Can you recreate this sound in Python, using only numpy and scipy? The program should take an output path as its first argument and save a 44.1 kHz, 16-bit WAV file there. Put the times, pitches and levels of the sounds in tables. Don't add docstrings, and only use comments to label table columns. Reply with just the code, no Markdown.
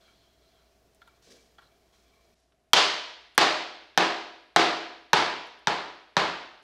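import sys
import numpy as np
from scipy import signal
from scipy.fft import rfft, irfft
from scipy.io import wavfile

SR = 44100
rng = np.random.default_rng(int(sys.argv[2]) if len(sys.argv) > 2 else 0)


def dump_mix(stems):
    frames = np.atleast_2d(stems).T
    limited = np.clip(frames, -1, 1)
    pcm = np.round(limited * 32767).astype(np.int16)
    wavfile.write(sys.argv[1], SR, pcm)


def decibels_to_gain(level_db):
    exponent = np.asarray(level_db, float) / 20
    return 10 ** exponent


N = 292779
DROP_S = 2.345


def rms_one(x):
    return x / np.sqrt(np.mean(x ** 2) + 1e-20)


def at_hz(points, hz):
    points = np.array(points)
    return np.interp(np.log(hz), np.log(points[:, 0]), points[:, 1])


def bins_hz(x):
    return np.maximum(np.fft.rfftfreq(len(x), 1 / SR), 1)


def butter(x, order, hz, kind="low"):
    return signal.sosfilt(signal.butter(order, hz, kind, fs=SR, output="sos"), x)


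def steep_low(x, hz, order=10, stop_db=40):
    return signal.sosfilt(signal.cheby2(order, stop_db, hz, fs=SR, output="sos"), x)


def ring(force, hz, t60):
    r, w = decibels_to_gain(-60 / (t60 * SR)), 2 * np.pi * hz / SR
    return signal.lfilter([0, np.sin(w)], [1, -2 * r * np.cos(w), r * r], force + 1e-18)


def drone(hz, width_hz):
    return rms_one(ring(rng.standard_normal(N), hz, np.log(1000) / np.pi / width_hz))


def drift(rate_hz):
    return rms_one(butter(rng.standard_normal(N + SR), 2, rate_hz)[SR:])


def coloured(spectrum, white):
    return rms_one(irfft(rfft(white) * decibels_to_gain(at_hz(spectrum, bins_hz(white))), len(white)))


def add(out, x, s):
    i = round(s * SR)
    out[i:i + len(x)] += x[:N - i]


# (frequency [Hz], density [dB per Hz])
AIR = [(20, -21.5), (45, -17.5), (75, -15), (120, -13), (300, -16.5), (520, -27), (720, -14), (800, -23),
       (2000, -26), (5000, -32.5), (9000, -37), (13000, -36), (15600, -39), (16000, -52.5)]
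# (frequency [Hz], width [Hz], level [dB])
FAN = [(57, 9, -79), (402, 65, -74.5), (662, 58, -73)]
AIR_DB, AIR_LATE_DB = -70.5, -75.5
HUM_HZ, HUM_DB = 59.5, -70.5


def room_tone():
    t = np.arange(N) / SR
    level_db = np.where(t < DROP_S, AIR_DB, AIR_LATE_DB)
    air = coloured(AIR, rng.standard_normal(N))
    fan = sum(decibels_to_gain(db - AIR_DB) * drone(hz, width_hz) for hz, width_hz, db in FAN)
    hum = decibels_to_gain(HUM_DB - AIR_DB + 1.5 * drift(4)) * np.sin(2 * np.pi * HUM_HZ * t)
    return decibels_to_gain(level_db) * (air + fan + hum)


HANDLING_DROP_DB = 14


def gestures(rows, attack_s, release_db_per_s, rest_db, second=False):
    t, power = np.arange(N) / SR, decibels_to_gain(2 * rest_db)
    for s, length_s, db, other_db in rows:
        rise = np.clip((t - s) / attack_s, 0, 1)
        fall_db = release_db_per_s * np.maximum(t - s - length_s, 0)
        power = power + (rise * decibels_to_gain(db + second * other_db - fall_db)) ** 2
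    return np.sqrt(power) * decibels_to_gain(-HANDLING_DROP_DB * (t > DROP_S))


SLIDE_SAG = .07


def sagging(x):
    t, pace = np.arange(N) / SR, np.ones(N)
    for s, length_s, *_ in SLIDES:
        pace += SLIDE_SAG * (.5 - (t - s) / length_s) * (t >= s) * (t < s + length_s)
    return np.interp(np.cumsum(pace), np.arange(N), x)


def sliding_voice(modes):
    voice = np.zeros(N)
    for hz, width_hz, db in modes:
        voice += decibels_to_gain(db + 2.6 * drift(5.8) + 1.5 * drift(18)) * drone(hz, width_hz)
    return voice


# (time [s], length [s], bright level [dB], dull against bright [dB])
SLIDES = [
    (0, 0.11, -69, -14),
    (0.198, 0.083, -76.5, -13),
    (0.407, .06, -75, -12),
    (0.505, .11, -76.5, -7),
    (1.004, 0.13, -79.5, -1),
    (1.26, 0.073, -71.5, -6),
    (1.596, 0.057, -74, -5),
    (1.919, 0.056, -77, -7),
    (2.03, 0.2, -82.5, 3.5),
]
# (time [s], length [s], cloth level [dB], knee against cloth [dB])
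SHIFTS = [
    (.02, 0.065, -88, 9),
    (.82, .04, -100, 23),
    (1.22, 0.033, -71.5, -12),
    (1.27, .03, -75, 13.5),
    (1.3, 0.025, -68, 7),
    (1.92, 0.065, -80.5, 1),
    (2.0, 0.26, -88, 6),
    (2.35, .08, -71.5, -12),
]
# (frequency [Hz], width [Hz], level [dB])
BRIGHT_SLIDE = [(1390, 230, -4.5), (3300, 130, -0.5), (4130, 220, 0.5), (4670, 150, -10)]
DULL_SLIDE = [(1090, 53, 1), (2300, 70, 2), (3250, 200, -8.5)]
# (frequency [Hz], density [dB per Hz])
CLOTH = [(530, -41), (900, -36.5), (1660, -11), (1810, -14.5), (2450, -13.5), (2660, -13), (5550, -8.5),
         (16000, -35)]
KNEE = [(71, -46), (120, -11), (199, -1), (265, 3.5), (418, 3), (470, 6.5), (900, -16.5), (1170, -15),
        (1980, -120)]
SLIDE_ATTACK_S, SLIDE_RELEASE_DB_PER_S, SLIDE_REST_DB, DULL_REST_DB = 0.013, 90, -90.5, -93.5
SHIFT_ATTACK_S, SHIFT_RELEASE_DB_PER_S, CLOTH_REST_DB, KNEE_REST_DB = 0.0056, 87, -85.5, -83
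CLOTH_FOLLOWS_SLIDE_DB = -13


def handling():
    bright, dull = sliding_voice(BRIGHT_SLIDE), sliding_voice(DULL_SLIDE)
    grains = rng.standard_normal(N) * decibels_to_gain(1.3 * rng.exponential(1, N))
    cloth = coloured(CLOTH, grains) * decibels_to_gain(8.5 + 1.0 * drift(25))
    knee = coloured(KNEE, rng.standard_normal(N))
    slide = SLIDES, SLIDE_ATTACK_S, SLIDE_RELEASE_DB_PER_S
    shift = SHIFTS, SHIFT_ATTACK_S, SHIFT_RELEASE_DB_PER_S
    bright_gain = gestures(*slide, SLIDE_REST_DB)
    dull_gain = gestures(*slide, DULL_REST_DB, second=True)
    cloth_gain = np.hypot(gestures(*shift, CLOTH_REST_DB), decibels_to_gain(CLOTH_FOLLOWS_SLIDE_DB) * bright_gain)
    knee_gain = gestures(*shift, KNEE_REST_DB, second=True)
    return bright_gain * sagging(bright) + dull_gain * dull + cloth_gain * cloth + knee_gain * knee


# (frequency [Hz], density [dB per Hz])
ROOM_COLOUR = [(45, -52.5), (112, -18.5), (172, -10.5), (286, 0), (420, 4), (520, 1.5), (750, 6),
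               (1200, 5.5), (2400, 0.5), (4500, -2), (7200, -17.5), (10500, -33.5), (14000, -47),
               (15500, -71)]
# (frequency [Hz], t60 [s])
ROOM_T60 = [(60, 0.168), (160, 0.71), (420, 0.74), (1100, 0.7), (2900, 0.81), (5500, 0.71), (8000, 0.57),
            (11000, 0.49), (14500, 0.4)]
# (frequency [Hz], level [dB], t60 [s])
ROOM_MODES = [(76.6, -24.5, 0.61), (152.6, -22.5, 0.35), (182.4, -23, 0.52), (331.8, -13, 0.68),
              (404, -13.5, 0.64), (526.6, -16.5, 0.53), (617, -16.5, 0.77), (699, -15.5, 0.71),
              (720, -15.5, 0.72), (840, -10, 0.31), (1067, -17.5, 0.25), (984, -14, 0.76),
              (1655, -19.5, 0.91)]
FLUTTER_S, FLUTTER_DB = .0197, 0.5
NEAR_PITCH_DB, NEAR_PITCH_OCTAVES = 3, 0.33


def room_response(white, slap_hz, thud_db, pitch_hz, lift_db, slap_db, crack_db, boom_db=0):
    n, t, hz = len(white), np.arange(len(white)) / SR, bins_hz(white)
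    colour_db = at_hz(ROOM_COLOUR, hz)
    colour_db += lift_db * np.exp(-(np.log2(hz / pitch_hz) / 0.2) ** 2)
    colour_db += slap_db * np.exp(-(np.log2(hz / slap_hz) / 0.13) ** 2)
    tilt = [(170, boom_db), (300, thud_db), (600, 0.011), (1200, 0.0044), (6000, crack_db), (14000, crack_db)]
    colour_db += at_hz(tilt, hz)
    spectrum = rfft(white) * decibels_to_gain(colour_db)
    spectrum /= np.sqrt(2 * np.sum(np.abs(spectrum) ** 2)) / n
    out = np.zeros(n)
    for centre_hz in 40 * 2 ** np.arange(0, 9.1, .5):
        share = np.clip(1 - 2 * np.abs(np.log2(hz / centre_hz)), 0, 1)
        out += irfft(spectrum * share, n) * decibels_to_gain(-60 * t / at_hz(ROOM_T60, centre_hz))
    out *= decibels_to_gain(FLUTTER_DB * np.cos(2 * np.pi * (t - .013) / FLUTTER_S) * np.exp(-t / 0.71))
    for mode_hz, level_db, t60 in ROOM_MODES:
        wave = np.sin(2 * np.pi * (mode_hz * t + rng.random()))
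        near_db = NEAR_PITCH_DB * np.exp(-(np.log2(mode_hz / pitch_hz) / NEAR_PITCH_OCTAVES) ** 2)
        drive_db = boom_db if mode_hz < 200 else thud_db
        out += decibels_to_gain(level_db + near_db + drive_db + rng.uniform(-6.0, 2.25) - 60 * t / t60) * wave
    return out * (1 - np.exp(-(t / 0.0014) ** 2))


# (time [s], peak [dB], pitch [Hz], tick [dB], rattle length [s])
NUDGES = [(0.079, -53, 1300, -15, 0.0036), (0.947, -72, 4200, 16.5, 0.0025),
          (1.017, -44.5, 1500, -31, 0.0061), (1.074, -45.5, 1390, -16, 0.0078),
          (1.226, -61, 3300, -7, 0.0043), (1.31, -74, 3300, -4, .004), (1.583, -41.5, 1490, -39, 0.012),
          (1.618, -53, 1500, -18, 0.014), (1.938, -59, 1500, -11, .006), (2.4, -73.5, 4030, 6, 0.0034),
          (2.521, -60.5, 2500, -22, 0.0047), (3.348, -55, 4200, -4, 0.0091), (5.47, -64, 4230, 6, 0.002),
          (5.59, -71, 4200, 7, 0.003), (6.625, -69.5, 4200, 6, 0.0046)]
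# (frequency [Hz], level [dB], t60 [s])
LOOSE_PLANK = [(980, -13.5, 0.02), (1390, -6, 0.021), (1570, -3.5, 0.0082), (1890, -16.5, 0.01),
               (2290, -10.5, 0.0096), (2970, -4.5, 0.0076), (3330, -3.5, .012), (4334, -13.5, 0.024)]


def nudges():
    out, t = np.zeros(N), np.arange(SR // 5) / SR
    tail = room_response(rng.standard_normal(SR // 2), 3300, -14.0, 1000, 0, 0, 0)
    for s, peak_db, pitch_hz, tick_db, length_s in NUDGES:
        rattle = rng.standard_normal(len(t)) * np.exp(-(t / length_s) ** 2)
        body = np.zeros(len(t))
        for hz, db, t60 in LOOSE_PLANK:
            body += ring(rattle, hz, t60) * decibels_to_gain(db - 6 * abs(np.log2(hz / pitch_hz)))
        body = butter(body, 2, 700, "high")
        tick = butter(rattle, 2, [4000, 11000], "band")
        tap = decibels_to_gain(peak_db) * (body / np.abs(body).max() + decibels_to_gain(tick_db) * tick)
        add(out, tap, s)
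        add(out, decibels_to_gain(-7.5) * tap, s + CORNER[1][0])
        add(out, decibels_to_gain(-50.0) * signal.fftconvolve(tap, tail), s)
    return out


# (frequency [Hz], level [dB], t60 [s], share of hardness [ratio])
PLANK = [(177.3, -16.5, 0.073, 0), (342, -19.5, 0.011, 0.24), (628, -7, 0.016, 0), (1300, -3, 0.0079, 0.42),
         (2140, -7, 0.0025, 0.5), (3155, -15.5, 0.016, 0.85), (4050, -14, 0.0038, 0),
         (5030, -11, 0.0049, 0.033), (6070, -7, 0.0035, 0.09), (7650, -12.5, 0.0055, 0.55)]
OVERTONE_HZ = 1705


def blow(pitch_hz, slap_hz, hard_db, click_db, top_hz):
    t = np.arange(SR // 5) / SR
    chatter = rng.standard_normal(len(t)) * np.exp(-t / 0.00082)
    force = 0.26 * decibels_to_gain(hard_db) * butter(chatter, 2, [2500, 6500], "band")
    force[[0, 6]] += [-.3, 1]
    knock = decibels_to_gain(-3.0) * ring(-np.roll(force, 14), pitch_hz, .025)
    knock += decibels_to_gain(-2.5) * ring(force, OVERTONE_HZ, 0.0074)
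    knock += decibels_to_gain(hard_db - 11.5) * ring(force, slap_hz, 0.012)
    spread = rng.normal(0, 1, (len(PLANK), 2))
    for k, (hz, level_db, t60, share) in enumerate(PLANK):
        mode = ring(force * (-1) ** k, hz * (1 + .03 * spread[k, 0]), t60)
        knock += mode * decibels_to_gain(level_db + share * hard_db + 2 * spread[k, 1])
    knock = butter(knock, 3, [135, top_hz], "band")
    click = butter(chatter, 3, [7500, 14500], "band")
    return knock / np.abs(knock).max() + decibels_to_gain(click_db) * click / np.abs(click).max()


# (lag [s], level [dB])
CORNER = [
    (.0024, -16.5),
    (.0073, -8),
    (0.0093, -17.5),
    (0.026, -23),
]
CORNER_DB, CORNER_FOLLOWS = -0.7, -0.12


def corner_echoes(out, knock, s, db):
    dulled = butter(knock, 2, 7500)
    for lag_s, echo_db in CORNER:
        level_db = echo_db + CORNER_DB + CORNER_FOLLOWS * db + rng.normal(0, 4.3)
        add(out, dulled * decibels_to_gain(level_db), s + lag_s)


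FAR_WALL_S, WALL_DB, WALL_FOLLOWS = .032, -13, 1.24


def far_wall(out, knock, s, db):
    scatter = rng.standard_normal(300) * np.hanning(300) / 10
    add(out, decibels_to_gain(WALL_DB + WALL_FOLLOWS * db) * np.convolve(butter(knock, 2, 6000), scatter), s + FAR_WALL_S)


KNOCK_FLUTTER_DB, KNOCK_FLUTTER_LOSS_DB = -16, 1.8


def flutter(out, knock, s):
    thump = butter(knock, 3, 2600)
    for k, (level_luck, time_luck) in enumerate(rng.normal(0, 1, (12, 2))):
        bounce_db = KNOCK_FLUTTER_DB - KNOCK_FLUTTER_LOSS_DB * k + 2.34 * level_luck
        add(out, decibels_to_gain(bounce_db) * thump, s + .013 + FLUTTER_S * (k + 1) + 0.00147 * time_luck)


# (time [s], strength [dB], plank pitch [Hz], hardness [dB], face click [dB])
BLOWS = [
    (2.7330, 4, 977, 9, -15),
    (3.3785, 2.5, 805, -2, -11),
    (3.9755, -1.5, 772, -5, -20.5),
    (4.5615, 1.5, 762, -5.5, -26.5),
    (5.1318, 0.4, 903, -6, -25),
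    (5.6717, -7, 904, -4, -32),
    (6.1674, -3.5, 976, -5.5, -49),
]
PEAK_DB, PEAK_FOLLOWS = -0.83, 0.37
TAIL_DB, LIFT_DB = -18, 2
SLAP_HZ, SLAP_SINKS_HZ_PER_DB, SLAP_DB, SLAP_FOLLOWS = 3740, 42, 1, 0.17
CRACK_DB, CRACK_FOLLOWS = 3, 0.303
SEATING_DULLS_DB_PER_S, SEATING_BOOMS_DB_PER_S = 0.93, 2
WEIGHT_DB, WEIGHT_DB_PER_OCTAVE, WEIGHT_DB_PER_S = -0.9, -18, 0.96
KNOCK_TOP_HZ, TAIL_TOP_HZ = 8600, 14900


def mallet():
    out, shared = np.zeros(N), rng.standard_normal(SR)
    for s, db, pitch_hz, hard_db, click_db in BLOWS:
        seated_s = s - BLOWS[0][0]
        dulled_db = SEATING_DULLS_DB_PER_S * seated_s
        weight_db = WEIGHT_DB + WEIGHT_DB_PER_OCTAVE * np.log2(pitch_hz / 850) + WEIGHT_DB_PER_S * seated_s
        slap_hz = SLAP_HZ - SLAP_SINKS_HZ_PER_DB * (hard_db + 5)
        knock = blow(pitch_hz, slap_hz, hard_db, click_db, KNOCK_TOP_HZ * decibels_to_gain(-.8 * dulled_db))
        knock = knock * decibels_to_gain(PEAK_DB + PEAK_FOLLOWS * db)
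        add(out, knock, s)
        corner_echoes(out, knock, s, db)
        far_wall(out, knock, s, db)
        flutter(out, knock, s)
        sparse = decibels_to_gain(2.0 * rng.exponential(1, SR) * np.exp(-np.arange(SR) / SR / 0.086))
        white = (0.66 * shared + 0.86 * rng.standard_normal(SR)) * sparse
        slap_db = SLAP_DB + SLAP_FOLLOWS * hard_db
        crack_db = CRACK_DB + CRACK_FOLLOWS * (db + hard_db) - dulled_db
        boom_db = SEATING_BOOMS_DB_PER_S * seated_s - 3.0
        tail = room_response(white, slap_hz, weight_db, pitch_hz, LIFT_DB, slap_db, crack_db, boom_db)
        add(out, decibels_to_gain(TAIL_DB + db) * steep_low(tail, TAIL_TOP_HZ), s)
    return butter(out, 4, 95, "high")


QUIET_TOP_HZ = 13300


def scene():
    quiet = room_tone() + handling() + nudges()
    dulled = steep_low(quiet, QUIET_TOP_HZ)
    return (mallet() + np.where(np.arange(N) / SR < DROP_S, quiet, dulled))[None]


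def top_cut(x):
    return signal.sosfilt(signal.butter(12, 16880, fs=SR, output="sos"), x)


DUCK_DB, DUCK_FOLLOWS = 4, 0.54
OVERLOAD = .74


def record(dry):
    t, duck_db = np.arange(N) / SR, np.zeros(N)
    for s, db, *_ in BLOWS:
        depth_db = max(DUCK_DB + DUCK_FOLLOWS * db, 0)
        duck_db += np.interp(t - s, [.002, .012, .024, .04], [0, depth_db, depth_db, 0])
    loud = dry * decibels_to_gain(-duck_db)
    clipped = loud / (1 + np.abs(loud / OVERLOAD) ** 6) ** (1 / 6)
    clipped = loud + butter(clipped - loud, 2, 120, "high")
    finished = steep_low(clipped, 16900, order=12, stop_db=60)
    return top_cut(finished)


dry = scene()
out = record(dry)
dump_mix(out)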